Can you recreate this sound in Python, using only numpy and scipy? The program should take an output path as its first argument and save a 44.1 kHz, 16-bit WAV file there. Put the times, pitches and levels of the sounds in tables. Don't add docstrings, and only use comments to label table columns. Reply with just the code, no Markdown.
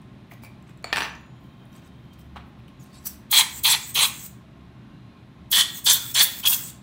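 import sys
import numpy as np
from scipy import signal
from scipy.fft import rfft, irfft, next_fast_len
from scipy.io import wavfile
from scipy.ndimage import uniform_filter1d, map_coordinates

SR = 44100
rng = np.random.default_rng(int(sys.argv[2]) if len(sys.argv) > 2 else 0)


def output_pcm(signal):
    pcm = np.clip(np.atleast_2d(signal).T, -1, 1) * 32767
    wavfile.write(sys.argv[1], SR, np.round(pcm).astype(np.int16))


def nominal_scale(level):
    x = np.asarray(level, float) / 20
    return 10 ** x


N = 300762

# start_s, hold_s, hiss_db (at end), rim_db (at end, over hiss), spit_db (over hiss)
JET = [(3.315, 0.081, -23.5, 6.5, -2), (3.638, 0.083, -27, 9, -1), (3.948, 0.09, -30, 10, 0),
       (5.516, 0.084, -27, 9.5, 3.5), (5.846, 0.027, -33, 6.5, -2), (5.86, 0.051, -26, 13, -20.5),
       (6.145, 0.08, -31.5, 13.5, -4), (6.454, 0.014, -35.5, 14.5, -16), (6.469, 0.076, -26.5, 1, -6),
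       (3.307, .01, -43, 5, -6), (6.432, .012, -44, 4, -3)]
# freq_hz, density_db
NOZZLE = [(10500, -6.5), (12000, -6), (14000, 0), (15800, -0.5), (17000, -26)]
# freq_hz, width_hz, level_db
AWAY = ([(2690, 440, -7.5), (3300, 230, 7.5), (4330, 1900, -10.5)], [(585, 510, -9), (1020, 310, 6.5),
        (1540, 440, 0.5), (2220, 750, -6)])
# start_s, peak_db, crack_db (over peak), ring_db (over peak)
TOUCH = [
    (.843, -23, -24, -1.5),
    (.96, -49.5, -30, -13.5),
]


def unit(x):
    return x / np.sqrt(np.mean(x ** 2) + 1e-20)


def along(points, hz):
    f, v = np.transpose(points)
    return np.interp(np.log(hz + 1), np.log(f + 1), v)


def wobble(rate_hz):
    knots = rng.standard_normal(int(N * rate_hz / SR) + 4)
    return map_coordinates(knots, [np.arange(N) * rate_hz / SR])


def filtered(x, response):
    m = next_fast_len(N + 8192)
    return irfft(rfft(x, m) * response(np.fft.rfftfreq(m, 1 / SR)), m)[..., :N]


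def resonant(modes, order=1):
    def response(f):
        total = 0
        for k, (hz, width_hz, db) in enumerate(modes):
            damping = 1j * f * width_hz
            total = total + (-1) ** k * nominal_scale(db / order) * damping / (hz * hz - f * f + damping)
        return total ** order
    return response


def shaped(spectrum):
    points = [(10, -120)] + list(spectrum) + [(21000, -120)]
    return lambda hz: nominal_scale(along(points, hz))


def air(response, eddy_db, patchy_db=0):
    x = rng.standard_normal(N) * nominal_scale(eddy_db * wobble(260))
    if patchy_db:
        z = signal.stft(x, nperseg=256)[2]
        field = uniform_filter1d(rng.standard_normal(z.shape), size=3, axis=0)
        field = uniform_filter1d(field, size=12, axis=1)
        x = signal.istft(z * nominal_scale(patchy_db * unit(field)), nperseg=256)[1][:N]
    return unit(filtered(x, response))


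def swells(rows, rise_s, fall_s):
    s, hold, db, grow_db = np.transpose(rows)[..., None]
    t = np.arange(0, N + 32, 32) / SR - s
    level = db + grow_db * (np.clip(t / hold, 0, 1) - 1)
    level = level - 40 * (np.maximum(-t, 0) / rise_s + np.maximum(t - hold, 0) / fall_s)
    return np.interp(np.arange(N) / 32, np.arange(t.shape[1]), nominal_scale(np.maximum(level.max(0), -200)))


def detuned(x, percent):
    return map_coordinates(x, [np.cumsum(1 + percent / 100) % (N - 1)], order=1)


def breathy(rows, width_hz, grow_db, rise_s, fall_s, steady=0):
    t, out = np.arange(N) / SR, np.zeros(N)
    fuzz = unit(filtered(rng.standard_normal((2, N)), lambda f: 1 / (1 + (2 * f / width_hz) ** 2)))
    for s, lasts, from_hz, to_hz, db in rows:
        near = slice(round((s - .15) * SR), round((s + lasts + .2) * SR))
        pitch_hz = np.interp(t[near], [s, s + lasts], [from_hz, to_hz])
        phase = 2 * np.pi * np.cumsum(pitch_hz) / SR
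        tone = (fuzz[0, near] + steady) * np.cos(phase) + fuzz[1, near] * np.sin(phase)
        out[near] += swells([(s, lasts, db, grow_db)], rise_s, fall_s)[near] * tone
    return out


def puffs(strikes, squeezes, modes, barrel_db, barrel_grows_db):
    # start_s, cavity_pct, barrel_pct
    aim = [(3.329, 0, -4), (3.42, -2, -1), (3.65, 1.5, -2.5), (3.75, 2, -3), (3.96, -2, 6), (4.05, -1.5, 9),
           (5.53, -1.5, 8), (5.58, -0.6, 9), (5.62, 0.4, 6.5), (5.87, 1.5, -1), (5.931, 3, -1.5),
           (6.15, -2, 3), (6.22, 0.46, 5), (6.44, -1.5, -3), (6.47, 0.4, 3.5), (6.53, 2, 3)]
    land_s, leave_s = 0.013, 0.033
    barrel_lag_s, barrel_leave_s = 0.0014, 0.07
    shake_pct, shake_hz = 1.3, 45

    stray = [(s, lasts, db - 16, 0) for s, lasts, db, _, _ in squeezes]
    cavity = swells(strikes, land_s, leave_s) + swells(stray, 0.013, 0.073)
    barrel_rows = [(s + barrel_lag_s, stays, db + barrel_db, grow_db + barrel_grows_db)
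                   for s, stays, db, grow_db in strikes]
    barrel = swells(barrel_rows, land_s, barrel_leave_s)

    aim_s, *aim_pct = np.transpose(aim)
    cavity_pct, barrel_pct = (np.interp(np.arange(N) / SR, aim_s, pct) + shake_pct * wobble(shake_hz)
                              for pct in aim_pct)
    flutter = nominal_scale(0.86 * wobble(70))
    cavity_air = air(resonant(modes[0], order=2), eddy_db=2.5, patchy_db=0.5)
    barrel_air = air(resonant(modes[1], order=2), eddy_db=1.0, patchy_db=2.0)
    return flutter * (cavity * detuned(cavity_air, cavity_pct) + barrel * detuned(barrel_air, barrel_pct))


def flat_puffs():
    # start_s, hold_s, cavity_db (at end), growth_db
    strikes = [
        (5.527, 0.087, -18.5, 0.53),
        (5.866, 0.047, -16.5, 1.1),
        (5.935, 0.033, -28, 4),
        (6.152, 0.063, -14, 9),
    ]
    # freq_hz, width_hz, level_db
    modes = ([(3137, 400, -3.5), (3444, 200, 9), (4240, 1290, -6.5)], [(412, 380, -16), (972, 330, -1),
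             (1706, 530, 0.5), (2540, 400, -2)])
    return puffs(strikes, JET[3:7], modes, barrel_db=-11.5, barrel_grows_db=0.5)


def tilted_puffs():
    # start_s, hold_s, cavity_db (at end), growth_db
    strikes = [
        (3.306, .016, -40, 4.5),
        (3.327, 0.087, -16, 3),
        (3.647, 0.1, -19, -0.5),
        (3.955, 0.093, -16, 5),
    ]
    # freq_hz, width_hz, level_db
    modes = ([(3320, 450, -1), (3715, 360, 5), (4020, 700, -1)], [(398, 120, -18), (896, 246, 0),
             (1088, 272, 0.5), (1330, 270, 0.5), (1740, 1050, -5), (2650, 1000, -0.5)])
    return puffs(strikes, JET[:3], modes, barrel_db=-8.0, barrel_grows_db=0.0)


def drawn_back_puff():
    # start_s, hold_s, cavity_db (at end), growth_db
    strikes = [
        (6.437, 0.0057, -30, -0.5),
        (6.457, 0.017, -14.5, 8),
        (6.518, 0.016, -24, 5),
    ]
    return puffs(strikes, JET[7:9], AWAY, barrel_db=-23.5, barrel_grows_db=-8)


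def slipstream():
    # start_s, hold_s, end_db, growth_db
    slips = [
        (6.444, 0.024, -39, -2),
        (6.48, 0.085, -44, -1),
    ]
    return swells(slips, 0.013, 0.07) * air(resonant(AWAY[1], order=2), eddy_db=4.5, patchy_db=0.5)


def nozzle():
    # start_s, hold_s, hiss_db
    glances = [
        (4.057, .006, -27.5),
        (5.931, .01, -20),
        (6.223, .008, -15),
        (6.481, 0.039, -21.5),
    ]
    # freq_hz, width_hz, level_db
    rim_modes = [(6470, 1300, -0.5), (7080, 700, 1), (7600, 500, 0), (8390, 360, 1), (9520, 1500, -4)]
    open_s, close_s, spit_s = 0.013, 0.073, 0.03

    hiss = swells([(s, lasts, db, 2) for s, lasts, db, _, _ in JET], open_s, close_s)
    spit = swells([(s, .004, db + spit_db, 0) for s, _, db, _, spit_db in JET], open_s, spit_s)
    glance = swells([(s, lasts, db, 0) for s, lasts, db in glances], 0.043, 0.07)
    rim = swells([(s, lasts, db + rim_db, 12) for s, lasts, db, rim_db, _ in JET], open_s, close_s)
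    return ((hiss + spit + glance) * air(shaped(NOZZLE), eddy_db=3.0, patchy_db=1.0)
            + rim * air(resonant(rim_modes), eddy_db=2.0, patchy_db=3.5))


def blown_tones():
    # start_s, hold_s, from_hz, to_hz, end_db
    tones = [(5.53, .09, 3250, 3100, -24), (3.96, .09, 2450, 2400, -33), (3.97, .085, 980, 1060, -35),
             (3.99, .065, 3950, 4050, -28), (6.175, .05, 2350, 2330, -34), (6.175, .05, 4150, 4250, -28),
             (5.565, .04, 1900, 1930, -33), (3.34, .075, 2350, 2300, -34), (6.455, .022, 3250, 3350, -21),
             (5.95, 0.108, 1500, 1400, -51), (6.19, 0.036, 3600, 5500, -33),
             (6.15, 0.057, 6900, 8000, -34.5), (6.25, 0.074, 4700, 2800, -54),
             (3.062, 0.015, 6000, 5900, -40), (3.062, .014, 7900, 7950, -43.5),
             (3.085, 0.0299, 5800, 5600, -56), (3.1, 0.033, 10700, 10300, -64),
             (2.92, .07, 4500, 4400, -65), (2.8, .03, 7100, 6300, -62), (2.94, .05, 3600, 4100, -64),
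             (5.885, 0.032, 6500, 9500, -35)]
    return breathy(tones, width_hz=320, grow_db=-2.0, rise_s=.02, fall_s=0.042)


def refill():
    # start_s, hold_s, whistle_db (at end), hiss_db (at end, over whistle), hiss_growth_db
    breaths = [
        (3.482, 0.11, -43.5, 5, 13),
        (3.8, 0.11, -43, 2.5, 8.5),
        (4.136, 0.13, -45.5, 3.5, 6),
        (5.681, 0.11, -44.5, 8.5, 14),
        (5.996, 0.123, -43, 6.5, 6),
        (6.293, 0.11, -44.5, 8.5, 6.5),
        (6.585, 0.12, -41.5, -2.5, -9),
    ]
    # freq_hz, width_hz, level_db
    valve = [(3390, 1630, -11), (6650, 1200, -0.5), (8100, 1300, 1)]
    # freq_hz, density_db
    valve_hiss = [(1000, -17), (5000, -16), (10500, -14.5), (12300, -11.5), (14200, -2), (15500, -2.5),
                  (17000, -16.5)]
    open_s, shut_s = 0.1, 0.03

    whistle = swells([(s, lasts, db, 3) for s, lasts, db, _, _ in breaths], open_s, shut_s)
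    hiss = swells([(s, lasts, db + hiss_db, grow_db) for s, lasts, db, hiss_db, grow_db in breaths],
                  open_s, shut_s)
    return (whistle * air(resonant(valve), eddy_db=-0.5, patchy_db=5.0)
            + hiss * air(shaped(valve_hiss), eddy_db=2.0, patchy_db=1.5))


def valve_whistles():
    # start_s, hold_s, from_hz, to_hz, end_db
    glides = [
        (3.52, 0.076, 7900, 8250, -43),
        (3.82, 0.1, 7440, 8330, -46),
        (4.14, .125, 7600, 8000, -49),
        (5.75, 0.053, 8170, 8500, -48),
        (6.02, .1, 7370, 7900, -55),
        (6.32, 0.1, 7600, 7900, -52),
        (6.62, .055, 7500, 8150, -46),
    ]
    return breathy(glides, width_hz=300, grow_db=3.5, rise_s=.1, fall_s=.04)


def struck(contacts, body, metal, scatter_db):
    out, t = np.zeros(N + SR), np.arange(SR) / SR
    impulse_response = filtered(np.arange(N) == 0, resonant(body))[:SR // 10]
    for s, db, crack_db, ring_db in contacts:
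        noise = rng.standard_normal(SR)
        rattle = 0.6 * nominal_scale(-60 * t / 0.00047) + 0.3 * nominal_scale(-60 * t / 0.03)
        chatter = 3 * (t == 0) + noise * rattle
        clack = signal.fftconvolve(chatter, impulse_response)[:SR]
        crack = nominal_scale(crack_db - 60 * t / 0.013) * noise
        steel = np.zeros(SR)
        for hz, level_db, t60_s in metal:
            mode_db = level_db + scatter_db * rng.standard_normal()
            steel += nominal_scale(mode_db - 60 * t / t60_s) * np.sin(2 * np.pi * hz * t)
        ring = nominal_scale(ring_db) * steel * (1 - np.exp(-t / 0.00048))
        out[round(s * SR):][:SR] += nominal_scale(db) * (clack / np.abs(clack).max() + crack + ring)
    return out[:N]


def cap_drop():
    # start_s, peak_db, crack_db (over peak), ring_db (over peak)
    bounces = [(.928, -6.5, -24, -43), (.9325, -14.5, -29, -28), (.960, -11.5, -21, -34),
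               (.9645, -28, -22, -36), (.970, -11, -27, -47), (.9795, -13, -26, -36), (.984, -14, -28, -28),
               (1.0055, -15, -20, -30), (1.010, -17, -28, -34), (1.0205, -14, -27, -28),
               (1.029, -21, -31, -34), (1.035, -25, -26, -30), (1.042, -20, -30, -29),
               (1.05, -23.5, -36, -37), (1.058, -25, -40, -35), (1.065, -29, -40, -40),
               (1.074, -32, -40, -35)]
    # freq_hz, width_hz, level_db
    plastic = [(325, 70, -5), (926, 297, 1), (1236, 710, -1), (1794, 370, 2.5), (2430, 150, 1.5),
               (2700, 550, -2.5), (4600, 1450, -12), (7800, 210, -19)]
    # freq_hz, level_db, t60_s
    tweezers = [(2390, -2, 0.1), (6000, -5, 0.09), (9100, -8, 0.15), (5700, -7, .19), (10120, -5, 0.23),
                (10700, -12, 0.23), (11250, -18, .15), (12290, -14, 0.14), (13050, -15, 0.2),
                (13710, -14, .2), (14780, -15, .18), (15090, -11, .25), (15730, -18, .2)]
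    # freq_hz, level_db, t60_s
    prong = [(6960, 2.5, 1.5)]
    return (struck(bounces, plastic, tweezers, scatter_db=3.0)
            + struck(TOUCH[1:], plastic, prong, scatter_db=-1.0))


def rim_graze():
    # freq_hz, width_hz, level_db
    wood = [(376, 140, 0.5), (687, 36, 7), (920, 200, -1), (1260, 170, 0), (1920, 470, -2)]
    # freq_hz, level_db, t60_s
    grazed_steel = [(2340, 3, 0.0095), (2370, -35, 0.23), (4470, -36, 0.2), (4410, -26, 0.2),
                    (1960, -34, .09), (5300, -40, .16), (4440, 1, 0.014), (7020, -32, 0.62),
                    (7230, -8, 0.0089), (8150, -6, 0.0078), (9200, -13, .008)]
    return nominal_scale(1.5) * struck(TOUCH[:1], wood, grazed_steel, scatter_db=1.5)


def cavity_and_prong_buzz():
    # start_s, hold_s, from_hz, to_hz, end_db
    buzzes = [
        (5.95, .16, 3500, 3450, -44),
        (6.24, .1, 3480, 3450, -44),
        (5.64, .07, 3450, 3450, -43),
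        (1.006, 0.029, 5970, 5990, -42),
        (1.045, 0.036, 2396, 2700, -41.5),
        (.955, 0.051, 5500, 5970, -51),
        (.452, .022, 2700, 2330, -52),
        (.855, 0.079, 2330, 2300, -50),
    ]
    return breathy(buzzes, width_hz=76, grow_db=9, rise_s=.01, fall_s=0.013, steady=1.4)


def hands():
    # start_s, hold_s, hiss_db, body_db (over hiss), thin_db (over hiss)
    rubs = [(0, .8, -88, 12, -7), (.018, .004, -73, -8, -14), (.312, 0.028, -64, 7, 4),
            (.3, .015, -76, 0.4, 3), (1.15, .06, -80, 3, 6), (.435, 0.028, -64, 1, 4),
            (.423, .01, -68, -6, -3), (.67, .04, -71.5, 9, -8), (.85, 0.085, -69.5, 17.5, -8),
            (1.4, 1.1, -89, 8, 7), (1.72, 0.079, -72, 4, -3), (1.82, 0.055, -69, 0, -1),
            (2.132, 0.0072, -63, -1, -3), (2.185, 0.029, -69, 4, 3), (2.366, 0.0037, -69, 25.5, -14),
            (2.375, .035, -84, 26, -14), (2.592, .003, -74, 5, -2), (2.683, 0.0028, -69.5, 9, -4),
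            (2.62, 0.22, -85, 9, -6), (2.8, 0.042, -62, -5, -4), (2.93, .06, -57, -6, -13),
            (3.0, 0.05, -58, -5.5, -14), (3.047, .012, -49, -13, -3), (3.059, 0.016, -38.5, -11, 4),
            (2.85, .07, -70, -2, -6), (3.09, 0.047, -63, -4, -4)]
    # freq_hz, density_db
    skin = [(2700, -30.5), (4600, -4), (5900, -3), (7000, -8), (7900, -3.5), (9000, -10), (11500, -12),
            (14000, -34)]
    # freq_hz, density_db
    cloth = [(500, -21), (1000, -1), (2300, -1), (4000, -7.5), (6000, -35.5)]

    s, lasts, db, body_db, thin_db = np.transpose(rubs)
    hiss, body, thin = (nominal_scale(3.1 * wobble(25))
                        * swells(np.transpose([s, lasts, db + over_db, 0 * s]), 0.018, 0.043)
                        for over_db in (0, body_db, thin_db))
    return (hiss * air(shaped(skin), eddy_db=3, patchy_db=4)
            + nominal_scale(2.0) * body * air(shaped(cloth), eddy_db=4)
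            + thin * air(shaped(NOZZLE), eddy_db=3.5, patchy_db=2.0))


def ticks():
    # start_s, peak_db, pitch_hz
    small = [(0.017, -57, 8820), (0.336, -51, 6500), (0.4474, -48, 7860), (0.4483, -44, 4640),
             (.455, -50, 9300), (.466, -53, 8900), (.4355, -53, 8700), (0.6254, -56, 7500),
             (0.6948, -54, 7450), (0.7746, -55.5, 7700), (1.2614, -68, 9000), (1.654, -58, 9610),
             (1.7295, -53, 6020), (1.7649, -55, 14000), (1.7818, -60, 6060), (2.1375, -58, 8300),
             (2.2137, -59, 6190), (2.6803, -59, 9300), (3.6104, -42, 7850)]
    # start_s, peak_db, pitch_hz, t60_s, crack_db
    knocks_and_pings = [(0.313, -39, 2050, 0.034, -33), (.318, -42, 2350, .02, -30), (.928, -28, 330, .04, -40),
                        (.843, -33, 650, .02, -40), (.844, -33, 1200, .015, -40), (0.321, -34.5, 770, 0.012, -40),
                        (.338, -42, 646, 0.018, -27), (0.435, -43, 2340, 0.034, -40), (0.448, -43, 2290, 0.057, -37),
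                        (0.465, -50, 2250, 0.023, -40), (2.36, -31, 1130, 0.02, -48), (2.366, -50, 2900, .015, -30),
                        (2.132, -53, 3700, .012, -12), (2.367, -31.5, 886, 0.023, -42), (2.38, -36, 1400, .012, -48),
                        (2.682, -45, 3050, .015, -20),
                        (.827, -55, 6500, .005, 2), (.969, -26, 8150, 0.015, -30), (.979, -29, 7600, .015, -25),
             (.436, -36.5, 830, 0.011, -8), (.468, -49, 770, 0.055, -38), (1.1526, -44, 6150, .016, -32),
             (1.261, -66, 15000, .008, -5)]

    out, t = np.zeros(N), np.arange(SR // 20) / SR
    small = [row + (0.01224, -7) for row in small]  # t60_s, crack_db
    for s, db, hz, t60_s, crack_db in small + knocks_and_pings:
        noise = rng.standard_normal(len(t) + 1)
        drift = 0.12 * np.cumsum(noise[1:])
        knock = np.sin(2 * np.pi * hz * t + drift) + nominal_scale(crack_db) * np.diff(noise)
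        out[round(s * SR):][:len(t)] += nominal_scale(db + 1.0 - 60 * t / max(t60_s, .002)) * knock
    return out


def room(x):
    # freq_hz, t60_s
    decay = [(300, 0.58), (2000, 0.49), (6000, 0.36), (15000, 0.23)]
    out, step = np.zeros(N + SR), SR // 3
    for at in range(0, N, step):
        hz, t, z = signal.stft(rng.standard_normal(SR // 2), SR, nperseg=256)
        fade = nominal_scale(-60 * t / along(decay, hz)[:, None])
        tail = signal.istft(z * fade, SR, nperseg=256)[1]
        wet = signal.fftconvolve(x[at:at + step], tail / np.linalg.norm(tail))
        out[at + 150:][:len(wet)] += wet
    return out[:N]


def fan():
    # freq_hz, density_db
    bed_spectrum = [(15, -69), (25, -32.5), (43, -11), (61, -10), (190, -1.5), (405, -15), (439, -23.5),
                    (641, -19.5), (863, -22.5), (1070, -24.5), (1260, -25), (3080, -31.5), (3920, -31.5),
                    (4250, -38), (16000, -63)]
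    # freq_hz, width_hz, rms_db
    hum = [(71, 6.2, -57), (122.5, 16, -52.5), (141, 9.2, -62), (1061, 51, -67), (2500, 71, -79.5),
           (4180, 230, -81)]
    out = nominal_scale(-48 + 0.33 * wobble(9.8)) * air(shaped(bed_spectrum), eddy_db=0.2)
    for hz, width_hz, db in hum:
        tone = air(resonant([(hz, width_hz, 0)], order=2), eddy_db=0.5)
        out += nominal_scale(db + 0.52 * wobble(2.7)) * tone
    return out


def whines():
    # start_s, end_s, freq_hz, width_hz, rms_db
    spells = [(1.35, 2.25, 3150, 60, -70), (4.95, 5.2, 4050, 120, -72), (4.45, 4.65, 660, 30, -67),
              (1.5, 2.0, 3750, 80, -73), (4.5, 5.1, 2800, 90, -74), (4.7, 4.95, 1530, 60, -72),
              (5.17, 5.24, 2450, 60, -70)]
    t, out = np.arange(N) / SR, np.zeros(N)
    for start_s, end_s, hz, width_hz, db in spells:
        fade = np.clip(np.minimum(t - start_s, end_s - t) / 0.06 + 1, 0, 1)
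        out += nominal_scale(db) * fade * air(resonant([(hz, width_hz, 0)], order=2), eddy_db=2.0)
    return out


def scene():
    # freq_hz, level_db
    aside = [(400, -4), (1000, -3), (2000, 1.5), (3300, -7), (4200, -6), (5500, 4), (16000, -1)]
    flat = flat_puffs() + nozzle()
    tilted = tilted_puffs() + drawn_back_puff() + slipstream()
    blown = blown_tones()
    suck = refill() + valve_whistles()
    drop = cap_drop()
    graze = rim_graze()
    touch = hands() + ticks() + cavity_and_prong_buzz()
    wet = room(nominal_scale(-8.5) * flat + nominal_scale(-8.5) * filtered(tilted, shaped(aside)) + nominal_scale(-6.5) * drop
               + nominal_scale(-7) * touch + nominal_scale(-7) * graze + nominal_scale(-6.5) * suck + nominal_scale(-14) * blown)
    return (flat + tilted + drop + touch + graze + suck + blown + wet + fan() + whines())[None]


def roll_off(x):
    return signal.sosfilt(signal.butter(12, 16970, fs=SR, output="sos"), x)


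def record(dry):
    # freq_hz, density_db
    mic = [(3000, -30.5), (7000, -6.5), (10700, 2.5), (15800, -6)]
    x = dry + nominal_scale(-83.5) * air(shaped(mic), eddy_db=-1.0)
    x = x / (1 + np.abs(x / .9) ** 4) ** (1 / 4)
    mix = filtered(x, lambda hz: 1 / (1 + (hz / 15800) ** 300))
    return roll_off(mix)


dry = scene()
out = record(dry)
output_pcm(out)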